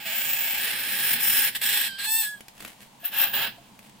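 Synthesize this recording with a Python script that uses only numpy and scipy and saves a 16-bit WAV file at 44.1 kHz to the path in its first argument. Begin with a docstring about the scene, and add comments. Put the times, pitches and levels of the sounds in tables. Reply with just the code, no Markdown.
"""A small room, a stereo microphone close to a plastic bag of dry ice. A metal spoon is pressed on the
ice: escaping gas lifts it and lets it fall hundreds of times a second. Uneven taps make a harsh rasp,
even ones lock into a squeal. The taps ring the spoon's modes. Underneath, the heap rumbles and knocks
in the room's steady hush; between strokes the bag crackles."""
import sys
import numpy as np
from scipy import signal
from scipy.fft import rfft, irfft, next_fast_len
from scipy.io import wavfile
from scipy.ndimage import uniform_filter1d, map_coordinates

SR = 44100
rng = np.random.default_rng(int(sys.argv[2]) if len(sys.argv) > 2 else 0)


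def transcribe(u):
    """Save the signal u as a 16-bit wav file named by the first command-line argument.

    u: samples, shape (n,) or (channels, n), limited to [-1, 1]; the rate is SR.
    q: integer samples, one column per channel.
    """
    v = np.clip(np.atleast_2d(u).T, -1, 1)
    q = np.round(v * 32767).astype(np.int16)
    wavfile.write(sys.argv[1], SR, q)


N = 176400
FFT_SIZE = next_fast_len(N + SR // 4)
HZ, T = np.fft.rfftfreq(FFT_SIZE, 1 / SR), np.arange(N) / SR


def amp(db):
    """Decibels to gain."""
    return 10 ** (np.asarray(db) / 20)


def unit(x):
    """x at rms 1."""
    return x / np.sqrt(np.mean(x ** 2) + 1e-20)


def levelled(x, samples, floor=1e-12):
    """x held near rms 1 over a sliding window."""
    return x / np.sqrt(np.abs(uniform_filter1d(x ** 2, size=samples)) + floor)


def over_hz(points):
    """(Hz, value) points joined on a log axis."""
    hz, values = np.transpose(points)
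    return np.interp(np.log(HZ + 1), np.log(hz + 1), values)


def over_time(points):
    """(seconds, value) points joined sample by sample."""
    return np.interp(T, *np.transpose(points))


def wobble(rate):
    """A smooth random curve, rate knots a second."""
    return map_coordinates(rng.standard_normal(4096), [T * rate], mode="wrap")


def filtered(x, response):
    """x through a frequency response."""
    return irfft(rfft(x, FFT_SIZE) * response, FFT_SIZE)[..., :N]


def causal(gain):
    """The response with this gain that rings only after a tap."""
    cepstrum = irfft(np.log(np.maximum(gain, 1e-6)), FFT_SIZE)
    cepstrum[1:FFT_SIZE // 2] *= 2
    cepstrum[FFT_SIZE // 2 + 1:] = 0
    return np.exp(rfft(cepstrum))


def lowpass(hz, order):
    """Gain of a low-pass."""
    return 1 / np.sqrt(1 + (HZ / hz) ** (2 * order))


def reflections(x, t60):
    """Diffuse reflections of x, different left and right, falling 60 dB in t60 seconds."""
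    t = T[:SR // 3]
    tail = rng.standard_normal((2, len(t))) * amp(-60 * t / t60) * (t > .001)
    tail /= np.linalg.norm(tail, axis=1, keepdims=True)
    return signal.fftconvolve(x, tail, axes=1)[:, :N]


# Room tone all around the microphone. Each row: frequency in Hz, relative level in dB.
HUSH_TONE = [(30, -3), (200, -28.5), (450, -7.5), (900, 3.5), (1300, -8), (3100, -6), (5500, -12),
             (8000, -11.5), (15500, -20)]


def room_hush():
    """Steady, wide noise, only partly shared by left and right."""
    noise = rng.standard_normal(N) + 1.8 * rng.standard_normal((2, N))
    return unit(filtered(noise, amp(over_hz(HUSH_TONE))))


# The heap shifting, dead centre. Each row: time in seconds, level in dB.
RUMBLE_LEVEL = [(0,-57.5),(1.09,-54),(1.14,-44.5),(1.22,-52),(2.58,-64.5),(2.65,-55),(2.74,-63),(3.05,-61),(3.29,-52.5),(3.46,-52),(3.53,-58)]
# Colour of its rumble. Each row: frequency in Hz, relative level in dB.
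RUMBLE_TONE = [(30, -9), (115, -1.5), (134, 7.5), (160, -5), (205, 6), (250, 1), (300, -2.5), (420, -9),
               (700, -11), (2000, -56)]
# Knocks in the heap. Each row: start in seconds, level in dB.
KNOCKS = [(3.032, -37), (3.582, -38)]


def ice_heap(knock_hz=691.6, knock_t60=0.043):
    """The ice chunks shift with a low rumble and two soft, damped knocks."""
    level = amp(over_time(RUMBLE_LEVEL) + 1.7 * wobble(40))
    out = level * unit(filtered(rng.standard_normal(N), amp(over_hz(RUMBLE_TONE))))
    for start, db in KNOCKS:
        age = np.maximum(T - start, 0)
        attack = 1 - np.exp(-age / 0.0017)
        out += attack * amp(db - 60 * age / knock_t60) * np.sin(2 * np.pi * knock_hz * age)
    return out


# Snaps of bag and ice, close by. Each row: start in seconds, relative level in dB.
SNAPS = [(2.4071, -45), (2.483, -44.5), (2.5795, -53), (2.605, -41.5), (2.6245, -44.5), (2.6493, -38.5),
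         (2.6795, -43.5), (3.7912, -49.5), (3.896, -54)]
# Rustles of the bag. Each row: centre in seconds, half length in seconds, level in dB.
RUSTLES = [(2.651, 0.057, -48.5), (2.828, 0.028, -52), (3.68, 0.015, -68), (3.852, 0.023, -56)]
# Colour of the plastic. Each row: frequency in Hz, relative level in dB.
BAG_TONE = [(200, -1), (1200, -6), (1900, 0), (3000, -1), (5800, -10), (8000, -7.5), (15500, -10)]


def plastic_bag(snap_t60=0.016, snap_gain_db=10, crinkles_per_s=620):
    """The bag gives single snaps and short clouds of tiny crinkles."""
    decays = sum(amp(db - 60 * np.abs(T - start) / snap_t60) * (T >= start) for start, db in SNAPS)
    snaps = amp(snap_gain_db) * decays * rng.standard_normal(N)
    ticks = (rng.random(N) < crinkles_per_s / SR) * rng.standard_normal(N)
    crinkles = unit(ticks) + rng.standard_normal(N) / 2
    swell = sum(amp(db) * np.exp(-((T - centre) / half) ** 2 / 2) for centre, half, db in RUSTLES)
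    return filtered(snaps + swell * crinkles, causal(unit(amp(over_hz(BAG_TONE)))))


# The spoon bouncing on the gas, phase by phase. Each row: time in seconds, taps a second.
RASP_RATE = [(0, 770), (.045, 940), (.056, 670), (.11, 630), (.17, 784), (.3, 730), (.7, 850), (1.3, 1397),
             (1.8, 1710)]
SQUEAL_RATE = [(1.859,1617),(1.942,1560),(1.99,1611),(2.055,1622),(2.064,1730),(2.177,1796),(2.219,1766),(2.25,1674),(2.31,1696),(2.391,1628)]
SHOVE_RATE = [(3.048, 1701), (3.16, 1706), (3.27, 897), (3.5, 889.6)]
# Unevenness of the taps. Each row: time in seconds, timing spread as a share of a period.
TAP_SCATTER = [(0, 0.17), (.06, 0.083), (.11, 0.084), (.2, 0.33), (1.78, 0.43), (1.875, 0.37),
               (1.89, 0.024), (1.975, 0.039), (1.99, 0.22), (2.05, 0.23), (2.07, 0.023), (2.21, 0.018),
               (2.245, 0.15), (2.28, 0.035), (2.39, 0.031), (3.1, 0.3048)]


def gas_taps(wander=0.0059, force_db=6, flutter_db=3.5, octave_drop_s=(2.062, 2.232)):
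    """Gas lifts and drops the spoon once a period; uneven timing brings uneven force and flutter."""
    rate = over_time([*RASP_RATE, *SQUEAL_RATE, *SHOVE_RATE]) * (1 + wander * wobble(250))
    scatter = over_time(TAP_SCATTER)
    cycles = np.cumsum(rate) / SR
    tap = np.arange(1, int(cycles[-1]))
    lateness, strength = rng.standard_normal((8192, 2))[tap].T
    spread = np.interp(tap, cycles, scatter)
    landing = np.interp(tap + spread * lateness, cycles, np.arange(N))
    force = amp(force_db * spread * strength)
    skipping = (landing > octave_drop_s[0] * SR) & (landing < octave_drop_s[1] * SR)
    force *= np.where(skipping, tap % 2, 1)  # every second tap is missed: an octave down
    # A windowed sinc lets each tap land between samples.
    samples = landing.astype(int)[:, None] + np.arange(-7, 9)
    offset = samples - landing[:, None]
    pulses = force[:, None] * np.sinc(offset) * np.cos(np.pi * offset / 16) ** 2
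    taps = np.bincount(np.clip(samples, 0, N - 1).ravel(), pulses.ravel(), N)
    return -levelled(taps, 1500, floor=1e-9) * amp(flutter_db * scatter * wobble(110))


# Pressure on the spoon, heard as loudness. Each row: time in seconds, relative level in dB.
PRESSURE = [(0,-41.5),(.048,-43.5),(.058,-34.5),(.52,-34.5),(.68,-31.5),(.8,-35),(1.13,-30),(1.18,-34),(1.37,-29),(1.49,-30),(1.51,-48),(1.546,-45),(1.552,-28.5),(1.568,-31.5),(1.578,-52),(1.61,-48),(1.616,-30),(1.76,-28),(1.878,-32),(1.887,-39),(1.98,-43.5),(1.99,-35),(2.16,-31.5),(2.24,-34.5),(2.4,-61.5),(3.025,-58.5),(3.05,-37.5),(3.11,-53),(3.13,-37),(3.23,-27.5),(3.328,-44.5),(3.337,-31),(3.44,-29),(3.48,-35),(3.5,-46),(3.6,-64.5)]
# Bite of the taps: sharp ones are bright and whistle. Each row: time in seconds, whistle gain in dB.
BITE = [(0,-10),(.07,-5),(.28,1.5),(.68,-6),(.92,-4),(1.14,-0.5),(1.18,-13),(1.23,4),(1.42,0.5),(1.53,-8.5),(1.66,-2.5),(1.88,-6),(1.895,-23),(1.975,-29),(1.99,-14.5),(2.13,2),(2.23,0),(2.33,-9.5),(3.11,3.5),(3.13,1),(3.225,5.5),(3.27,-6),(3.44,-8.5),(3.5,-17)]
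# The spoon's modes. Each row: frequency in Hz, width in Hz, strength in dB.
SPOON_MODES = [(853.6, 36, 9.5), (1648, 99, 9.5), (2588, 15, -3.5), (2630, 144, 1.5), (3283, 58, 2),
               (5256, 327, 15), (6800, 20, 17), (9390, 27, 15), (10730, 43, 11.5), (12160, 15, 15)]
# Its two whistling modes. Each row: frequency in Hz, width in Hz, gain in dB, left over right in dB.
WHISTLE_MODES = [(14225, 80, 0, 3), (14950, 90, 0, -4)]


def spoon_stroke(taps, start, end, tone, treble_db, whistles_db):
    """The taps sound through the contact and the spoon's modes, and set two high modes whistling."""
    bite_db = over_time(BITE)
    gate = uniform_filter1d(1. * ((T >= start) & (T < end)), size=200)

    def ring(gain):
        return gate * levelled(filtered(taps, causal(gain)), 1800)

    mode_power = sum(amp(2 * db) / (1 + (2 * (HZ - hz) / width) ** 2) for hz, width, db in SPOON_MODES)
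    bass_cut = HZ ** 2 / (HZ ** 2 + 130 ** 2)
    body = amp(over_hz(tone)) * np.sqrt(1 + mode_power) * bass_cut
    low_band = lowpass(hz=4730, order=8)
    high_band = np.sqrt(1 - low_band ** 2) * lowpass(hz=13440, order=12)
    rasp = amp(1) * ring(body * low_band)
    treble = amp(1.5 + treble_db + 0.63 * bite_db) * ring(body * high_band)
    out = (rasp + treble) * np.ones((2, 1))
    for (hz, width, db, pan_db), whistle_db in zip(WHISTLE_MODES, whistles_db):
        whistle = ring((HZ / hz) ** 2 / np.hypot(1, 2 * (HZ - hz) / width))
        pan = amp([[pan_db / 2], [-pan_db / 2]])
        flutter_db = 3.5 * wobble(30.33)
        out += pan * amp(db + whistle_db + bite_db + flutter_db) * whistle
    return amp(over_time(PRESSURE)) * out


# Colours of metal on ice, heard close up. Each row: frequency in Hz, relative level in dB.
PRESS_TONE = [(400, -16.5), (650, -9), (1100, -17), (2300, -1), (3100, -2), (3800, -8.5), (6000, -14),
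              (8000, -2.5), (10300, -13), (13000, -1.5)]
SCRAPE_TONE = [(400, -9.5), (1100, -15), (1800, -1), (3000, -1), (4100, -4.5), (6300, -16), (8300, -5),
               (13000, -4.5)]
SCREECH_TONE = [(400, -9), (1300, -11), (1850, 3.5), (2300, 0.5), (3400, 6), (6500, -11), (8300, 6.5),
                (9200, -3), (13000, 4)]
SQUEAL_TONE = [(800, -17), (1500, -11.5), (1780, -7.5), (2300, -8), (3100, -5.5), (4400, -2.5), (4750, -16),
               (7400, -8.5), (8050, 9.5), (8900, -4), (13000, -2.5)]
SHOVE_TONE = [(400, -3), (750, -1), (1150, -4), (1750, 2), (2300, -2.5), (2700, 7), (3800, 1.5),
              (6000, -13.5), (13000, -1.5)]
# The strokes. Each row: start and end in seconds, colour, treble trim in dB, both whistle trims in dB.
STROKES = [(0, .6, PRESS_TONE, -3.5, (0, 2.5)), (.6, 1.53, SCRAPE_TONE, -1, (0, -2)),
           (1.53, 1.885, SCREECH_TONE, 0, (0, -7)), (1.885, 2.4, SQUEAL_TONE, 1, (0, -10)),
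           (3, 3.27, SHOVE_TONE, -8.5, (0, -24)), (3.27, 3.7, SHOVE_TONE, -5.5, (0, 7))]
# The spoon's balance at the microphone. Each row: frequency in Hz, left over right in dB.
SPOON_BALANCE = [(300, -1.5), (900, 0), (1700, -2.5), (3000, -7), (5000, 7.5), (9000, -8), (13000, 1.5)]


def spoon(pure_start_s=2.235, pure_fade_s=2.335, pure_db=-37, fade_db_per_s=400):
    """The spoon chatters through six strokes on the ice; the squeal thins to its bare fundamental."""
    taps = gas_taps()
    strokes = sum(spoon_stroke(taps, *row) for row in STROKES)
    onset = np.clip((T - pure_start_s) / 0.015, 0, 1)
    level = amp(pure_db - fade_db_per_s * np.maximum(T - pure_fade_s, 0))
    fundamental = onset * level * np.sin(2 * np.pi * np.cumsum(over_time(SQUEAL_RATE)) / SR)
    balance = amp(over_hz(SPOON_BALANCE) * np.array([[.5], [-.5]]))
    return filtered(strokes + fundamental, balance)


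def scene():
    """Close up, the heap, with spoon and bag widened by reflections; behind, the room and its hush."""
    near = spoon() + plastic_bag()
    width = amp(-3.5) * reflections(near, t60=0.039)[0] * np.array([[1], [-1]])
    near = near + width + ice_heap()
    hush = amp(-55.5) * room_hush()
    return near + amp(-8) * reflections(near, t60=0.17) + hush


def record(dry, top_hz=15800):
    """The microphone chain passes nothing above top_hz."""
    return filtered(dry, HZ < top_hz)


dry = scene()
out = record(dry)
transcribe(out)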